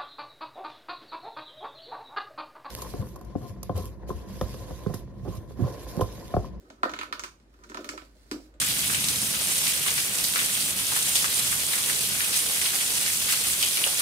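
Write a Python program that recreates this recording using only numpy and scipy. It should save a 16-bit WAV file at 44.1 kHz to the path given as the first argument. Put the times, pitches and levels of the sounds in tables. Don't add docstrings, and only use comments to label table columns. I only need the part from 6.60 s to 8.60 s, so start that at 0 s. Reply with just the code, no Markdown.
import sys
import numpy as np
from scipy import signal
from scipy.fft import rfft, irfft, next_fast_len
from scipy.io import wavfile
from scipy.ndimage import map_coordinates

SR = 44100
rng = np.random.default_rng(int(sys.argv[2]) if len(sys.argv) > 2 else 0)


def voltage_ratio(decibels):
    exponent = np.asarray(decibels, float) / 20
    return 10 ** exponent


def bounce(signal):
    frames = np.transpose(np.atleast_2d(signal))
    limited = np.clip(frames, -1, 1)
    pcm = np.round(limited * 32767).astype(np.int16)
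    wavfile.write(sys.argv[1], SR, pcm)


N = 88200

# (frequency [Hz], level [dB per Hz])
AIR_COLOR = [(15, -38), (25, -8), (59, -11.5), (97, -22.5), (317, -22), (887, -33.5), (1440, -36.5),
             (8140, -52.5), (16000, -62.5)]
# (frequency [Hz], likeness [-1 to 1])
EAR_LIKENESS = [(60, 0.67), (240, 0.94), (950, -0.044), (3770, -0.039), (15000, -0.002)]
# (time [s], pitch [Hz], level [dB])
MAINS_HUM = [(0, 51.5, -63), (.5, 52, -62), (1.17, 52, -59), (1.23, 52, -68), (1.29, 52, -58),
             (1.6, 52, -60), (1.8, 52, -55), (2, 52, -55)]
# (frequency [Hz], fade time [s])
ROOM_FADE = [(200, 0.42), (1000, 0.32), (4000, 0.32), (12000, 0.36)]
# (delay [s], level [dB], left over right [dB])
NEAR_ECHOES = [(.0012, -12, 0), (.0019, -13, -2), (.0028, -9, 3), (.0045, -11, -3), (.008, -9, 0)]
# (time [s], level [dB])
PAPER_RUSTLE = [(0, -72), (.21, -79), (.228, -63), (.44, -95), (.75, -82), (.92, -80), (1.02, -71.5),
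                (1.3, -58.5), (1.5, -71.5), (1.7, -67.5), (1.85, -67), (2, -108)]
# (frequency [Hz], level [dB per Hz])
PAPER_COLOR = [(880, -32), (1500, 0), (2900, -7), (4300, 0.5), (7000, -5), (16000, -12)]
# (time [s], drag on the panel [dB], drag on the shell over it [dB])
ROLL_DRAG = [(0, -53.5, -22), (.07, -57, -10), (.16, -68, -7), (.22, -56, -12), (.41, -55, -27),
             (.64, -51.5, -29), (.77, -77.5, -39), (.9, -91, -3), (1.03, -61, -3), (1.13, -50, -15),
             (1.33, -46.5, -3.5), (1.45, -65.5, -10), (1.52, -67.5, -18), (2, -62.5, -11)]
# (time [s], panel level [dB], bracket over it [dB])
MOUNT_PUSHES = [(0.103, -37, -10), (0.124, -42.5, -20), (0.232, -29.5, 3), (.241, -37, -25),
                (.255, -31.5, 3.5), (0.271, -42, 2), (.338, -46, 2), (.39, -45, 0), (0.429, -48.5, -2.5),
                (0.51, -43, -4), (1.101, -51, -3), (1.15, -43, 0), (1.179, -44.5, -1.5), (1.335, -40, -1.5),
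                (1.42, -54, 5.5), (1.713, -42, -5), (1.72, -37, -7.5), (1.726, -48, -13),
                (1.74, -34.5, -14), (1.758, -34, -20), (1.798, -48, -5)]
# (time [s], level [dB])
MOUNT_SWAYS = [
    (.26, -41),
    (1.3, -48.5),
    (1.335, -43.5),
    (1.724, -39.5),
    (1.757, -42),
]
# (frequency [Hz], width [Hz], level [dB])
WALL_TONES = [(142, 130, -21), (211.3, 19.4, -11), (235.1, 8.6, -4), (270.4, 15.4, 1.5), (307, 11.5, 3),
              (346.4, 22, -0.5), (402, 39.6, -1.5)]
SWAY_TONES = [(313, 5.6, -1), (276.6, 8, -4.5)]
BRACKET_TONES = [(517, 128, -11), (518.7, 20, -7), (596, 58, 0), (628, 30, 1.5), (643, 144, -2),
                 (763, 110, -16.5), (902, 127, -6.5)]
# (frequency [Hz], width [Hz], level [dB])
SHELL_TONES = [(1025, 50, -4), (1156, 50, -2), (1306, 45, 1), (1400, 70, -8), (1535, 65, -3),
               (1800, 90, -4)]
SPINDLE_TONES = [(1800, 250, -1), (2190, 250, 0), (2650, 300, -1), (3200, 350, -3), (4300, 500, -5),
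                 (5280, 500, -7), (7060, 400, -8)]
# (frequency [Hz], level [dB per Hz])
CLICK_COLOR = [(600, -24), (1400, -4), (2300, 7.5), (3300, 6), (4300, 5.5), (6500, -7.5), (16000, -51.5)]
EDGE_COLOR = [(2500, -31), (4000, 0), (5500, 7), (7100, 4), (8500, -3.5), (11000, -8.5), (15500, -13.5),
              (16800, -19)]
# (time [s], click [dB], wall thump over it [dB], shell ring over it [dB], top edge over it [dB])
FIRST_KNOCKS = [(0.1018, -45, 8.5, -3.5, -11.5), (0.2324, -26, -14.5, 8, -14), (0.2415, -40, -21, 8, -21),
                (0.253, -36.5, -4, 9, -28), (0.295, -31.5, -7, -5, -14), (0.3371, -29, -3.5, -3.5, -15),
                (0.316, -42, -21, -1, -8), (0.3642, -36.5, -15, -3.5, -16), (0.3897, -26, -15, -7.5, -16),
                (0.4126, -25, -26, -6, -16.5), (0.4321, -35.5, -27, 5, -9), (0.5262, -22.5, -17, -5, -13.5),
                (0.595, -30, -38, -5, -9), (0.6371, -27, -16, -6.5, -9.5), (0.6429, -36, -13, 0.5, -11),
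                (.80, -58, 7.5, -9, -11), (.905, -69, -4, -11, -10), (0.9413, -57, 4, -1.5, -11.5)]
LATER_KNOCKS = [(.99, -59.5, 10, 0, -9.5), (1.038, -45, -26, -10, -9.5), (1.043, -54, -25, 4, -15),
                (1.092, -47, -14, -10, -10), (1.098, -41, 5, -4, -10), (1.118, -47.5, -15, 9, -16),
                (1.1455, -32.5, 0.5, -0.5, -11.5), (1.172, -32, -7, -0.5, -14.5),
                (1.2447, -33, -16, -3.5, -9), (1.26, -59, -14, 3, -2), (1.2906, -25.5, -5.5, -8, -9),
                (1.3773, -35, -10, -1, -13.5), (1.419, -44.5, 5.5, -27, -36),
                (1.7136, -26.5, 4, -6.5, -8.5), (1.9409, -55, 0, -7.5, -10)]

KNOCK_FADE_S, PUSH_FADE_S = .003, .006


def unit(x):
    return x / np.sqrt(np.mean(x ** 2) + 1e-20)


def along(points, hz):
    f, v = np.transpose(points)
    return np.interp(np.log(hz + 1), np.log(f + 1), v)


def curves(rows):
    times, *columns = np.transpose(rows)
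    return [np.interp(np.arange(N) / SR, times, column) for column in columns]


def wobble(rate):
    knots = rng.standard_normal(int(N * rate / SR) + 4)
    return map_coordinates(knots, [np.arange(N) * rate / SR])


def filtered(x, response):
    m = 2 * next_fast_len(N // 2 + SR // 4)
    return irfft(rfft(x, m) * response(np.fft.rfftfreq(m, 1 / SR)), m)[..., :N]


def colour(points, hz):
    inside = (hz > points[0][0] * .7) * (hz < points[-1][0] * 1.05)
    return voltage_ratio(along(points, hz)) * inside


def causal(points):
    def shape(f):
        cepstrum = irfft(np.log(voltage_ratio(along(points, f))))
        cepstrum[1:len(cepstrum) // 2] *= 2
        cepstrum[len(cepstrum) // 2 + 1:] = 0
        answer = irfft(np.exp(rfft(cepstrum, 2 * len(f) - 2)))
        return rfft(answer / np.abs(answer).max())
    return shape


def body(tones):
    def shape(f):
        total = 0
        for k, (center, width, db) in enumerate(tones):
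            sign = (-1) ** (k // 2)
            total = total + sign * voltage_ratio(db) * 1j * f * width / (center * center - f * f + 1j * f * width)
        low_cut = 1j * f / (tones[0][0] + 1j * f)
        high_cut = 1 / (1 + 1j * f / tones[-1][0]) ** 2
        return total * low_cut * high_cut

    top = np.abs(irfft(shape(np.fft.rfftfreq(8192, 1 / SR)))).max()
    return lambda f: shape(f) / top


def blows(times, levels_db, fade_s, rough=1):
    t = np.arange(1024) / SR
    out = np.zeros(N + 1024)
    force = rough * .09 * rng.standard_normal((len(times), len(t))) * voltage_ratio(-60 * t / fade_s)
    force[:, 0] = 1
    force *= voltage_ratio(np.array(levels_db))[:, None]
    starts = np.round(np.array(times) * SR).astype(int)
    np.add.at(out, starts[:, None] + np.arange(len(t)), force)
    return out[:N]


def ear_turn(hz):
    return np.arccos(np.clip(along(EAR_LIKENESS, hz), -1, 1)) / 2


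def room_air():
    def response(f):
        turn = ear_turn(f)
        return voltage_ratio(along(AIR_COLOR, f)) * (f > 58) * [np.cos(turn), np.sin(turn)]

    mid, side = filtered(rng.standard_normal((2, N)), response)
    return voltage_ratio(-62.5) * unit(np.array([mid + side, mid - side]))


def mains_hum():
    hz, db = curves(MAINS_HUM)
    level = np.sqrt(2) * voltage_ratio(db + 1.4 * wobble(9.2))
    hum = level * np.sin(2 * np.pi * np.cumsum(hz) / SR + .4 * wobble(30.5))
    return hum * voltage_ratio([[-.4], [.4]])


def room(x):
    early_fade_s, early_db = 0.18, 3
    gap_s, shift_s = .001, .04
    hz, t, z = signal.stft(rng.standard_normal((2, 6, SR // 2)), SR, nperseg=128)
    turn = ear_turn(hz)[:, None]
    opposite = np.array([1, -1])[:, None, None, None]
    z = np.cos(turn) * z[0] + np.sin(turn) * z[1] * opposite
    fade = voltage_ratio(-60 * t / along(ROOM_FADE, hz)[:, None]) + voltage_ratio(early_db - 60 * t / early_fade_s)
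    tail = signal.istft(z * fade, SR, nperseg=128)[1]
    poses = np.arange(N) // round(shift_s * SR) % 6 == np.arange(6)[:, None]
    parts = np.pad(x * poses, ((0, 0), (round(gap_s * SR), 0)))
    echoes = signal.fftconvolve(parts[None], tail / np.linalg.norm(tail[0, 0]), axes=2)
    return echoes.sum(axis=1)[:, :N]


def placed(x, lag_s, pan_db, walls_db=0):
    side = np.array([[.5], [-.5]])
    jitter = rng.uniform(-0.00047, 0.00045, (len(NEAR_ECHOES), 2, 1))

    def response(f):
        direct = voltage_ratio(pan_db * side) * np.exp(-2j * np.pi * f * lag_s * side)
        walls = 0
        for (delay, db, left_right_db), shift in zip(NEAR_ECHOES, jitter):
            walls = walls + voltage_ratio(db + left_right_db * side) * np.exp(-2j * np.pi * f * (delay + shift))
        return direct + voltage_ratio(walls_db) * walls

    return filtered(x, response)


def paper():
    level_db, = curves(PAPER_RUSTLE)
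    grains = rng.standard_normal(N) * voltage_ratio(5 * wobble(500))
    return voltage_ratio(level_db - 2.5) * unit(filtered(grains, lambda f: colour(PAPER_COLOR, f)))


def roll_drag(tones):
    judder = voltage_ratio(5.2 * wobble(60)) * rng.standard_normal(N)
    return unit(filtered(judder, body(tones)))


def wall_panel():
    s, click_db, thump_db, _, _ = np.transpose(FIRST_KNOCKS + LATER_KNOCKS)
    push_s, push_db, _ = np.transpose(MOUNT_PUSHES)
    drag_db, _ = curves(ROLL_DRAG)
    push = blows(s, click_db + thump_db - 5, KNOCK_FADE_S) + blows(push_s, push_db - 1.5, PUSH_FADE_S)
    thump = filtered(push, body(WALL_TONES))
    drag = voltage_ratio(drag_db - 2.0) * roll_drag(WALL_TONES + BRACKET_TONES[:3])
    sway = filtered(blows(*np.transpose(MOUNT_SWAYS), PUSH_FADE_S), body(SWAY_TONES))
    return thump + drag + sway


def hollow_shell():
    s, click_db, _, ring_db, _ = np.transpose(FIRST_KNOCKS + LATER_KNOCKS)
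    push_s, push_db, bracket_db = np.transpose(MOUNT_PUSHES)
    drag_db, scrape_db = curves(ROLL_DRAG)
    ring = filtered(blows(s, click_db + ring_db + 4.5, KNOCK_FADE_S), body(SHELL_TONES))
    scrape = voltage_ratio(drag_db + scrape_db) * roll_drag(SHELL_TONES)
    bracket = filtered(blows(push_s, push_db + bracket_db + 1.5, PUSH_FADE_S), body(BRACKET_TONES))
    return ring + scrape + bracket


def spindle_clicks():
    s, click_db, _, _, edge_db = np.transpose(FIRST_KNOCKS + LATER_KNOCKS)
    hit = blows(s, click_db + 4, KNOCK_FADE_S)
    click = filtered(hit, causal(CLICK_COLOR))
    ring = voltage_ratio(-13) * filtered(hit, body(SPINDLE_TONES))
    edge = filtered(blows(s, click_db + edge_db + 13, KNOCK_FADE_S, rough=2), causal(EDGE_COLOR))
    return click + ring + edge


def scene():
    wall = wall_panel()
    shell = hollow_shell()
    bright = spindle_clicks() + paper()
    near = placed(bright, .00011, -7) + placed(shell, .0003, -0.77, walls_db=-6.5) + wall
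    far = room(bright + voltage_ratio(-6.5) * shell + voltage_ratio(-10.5) * wall) * voltage_ratio([[-1.8], [1.8]])
    return near + voltage_ratio(2.5) * far + room_air() + mains_hum()


def top_cut(x):
    return signal.sosfilt(signal.butter(12, 17000, fs=SR, output="sos"), x)


def record(dry):
    mix = filtered(dry, lambda f: 1 / (1 + (f / 15900) ** 60))
    return top_cut(mix)


dry = scene()
out = record(dry)
bounce(out)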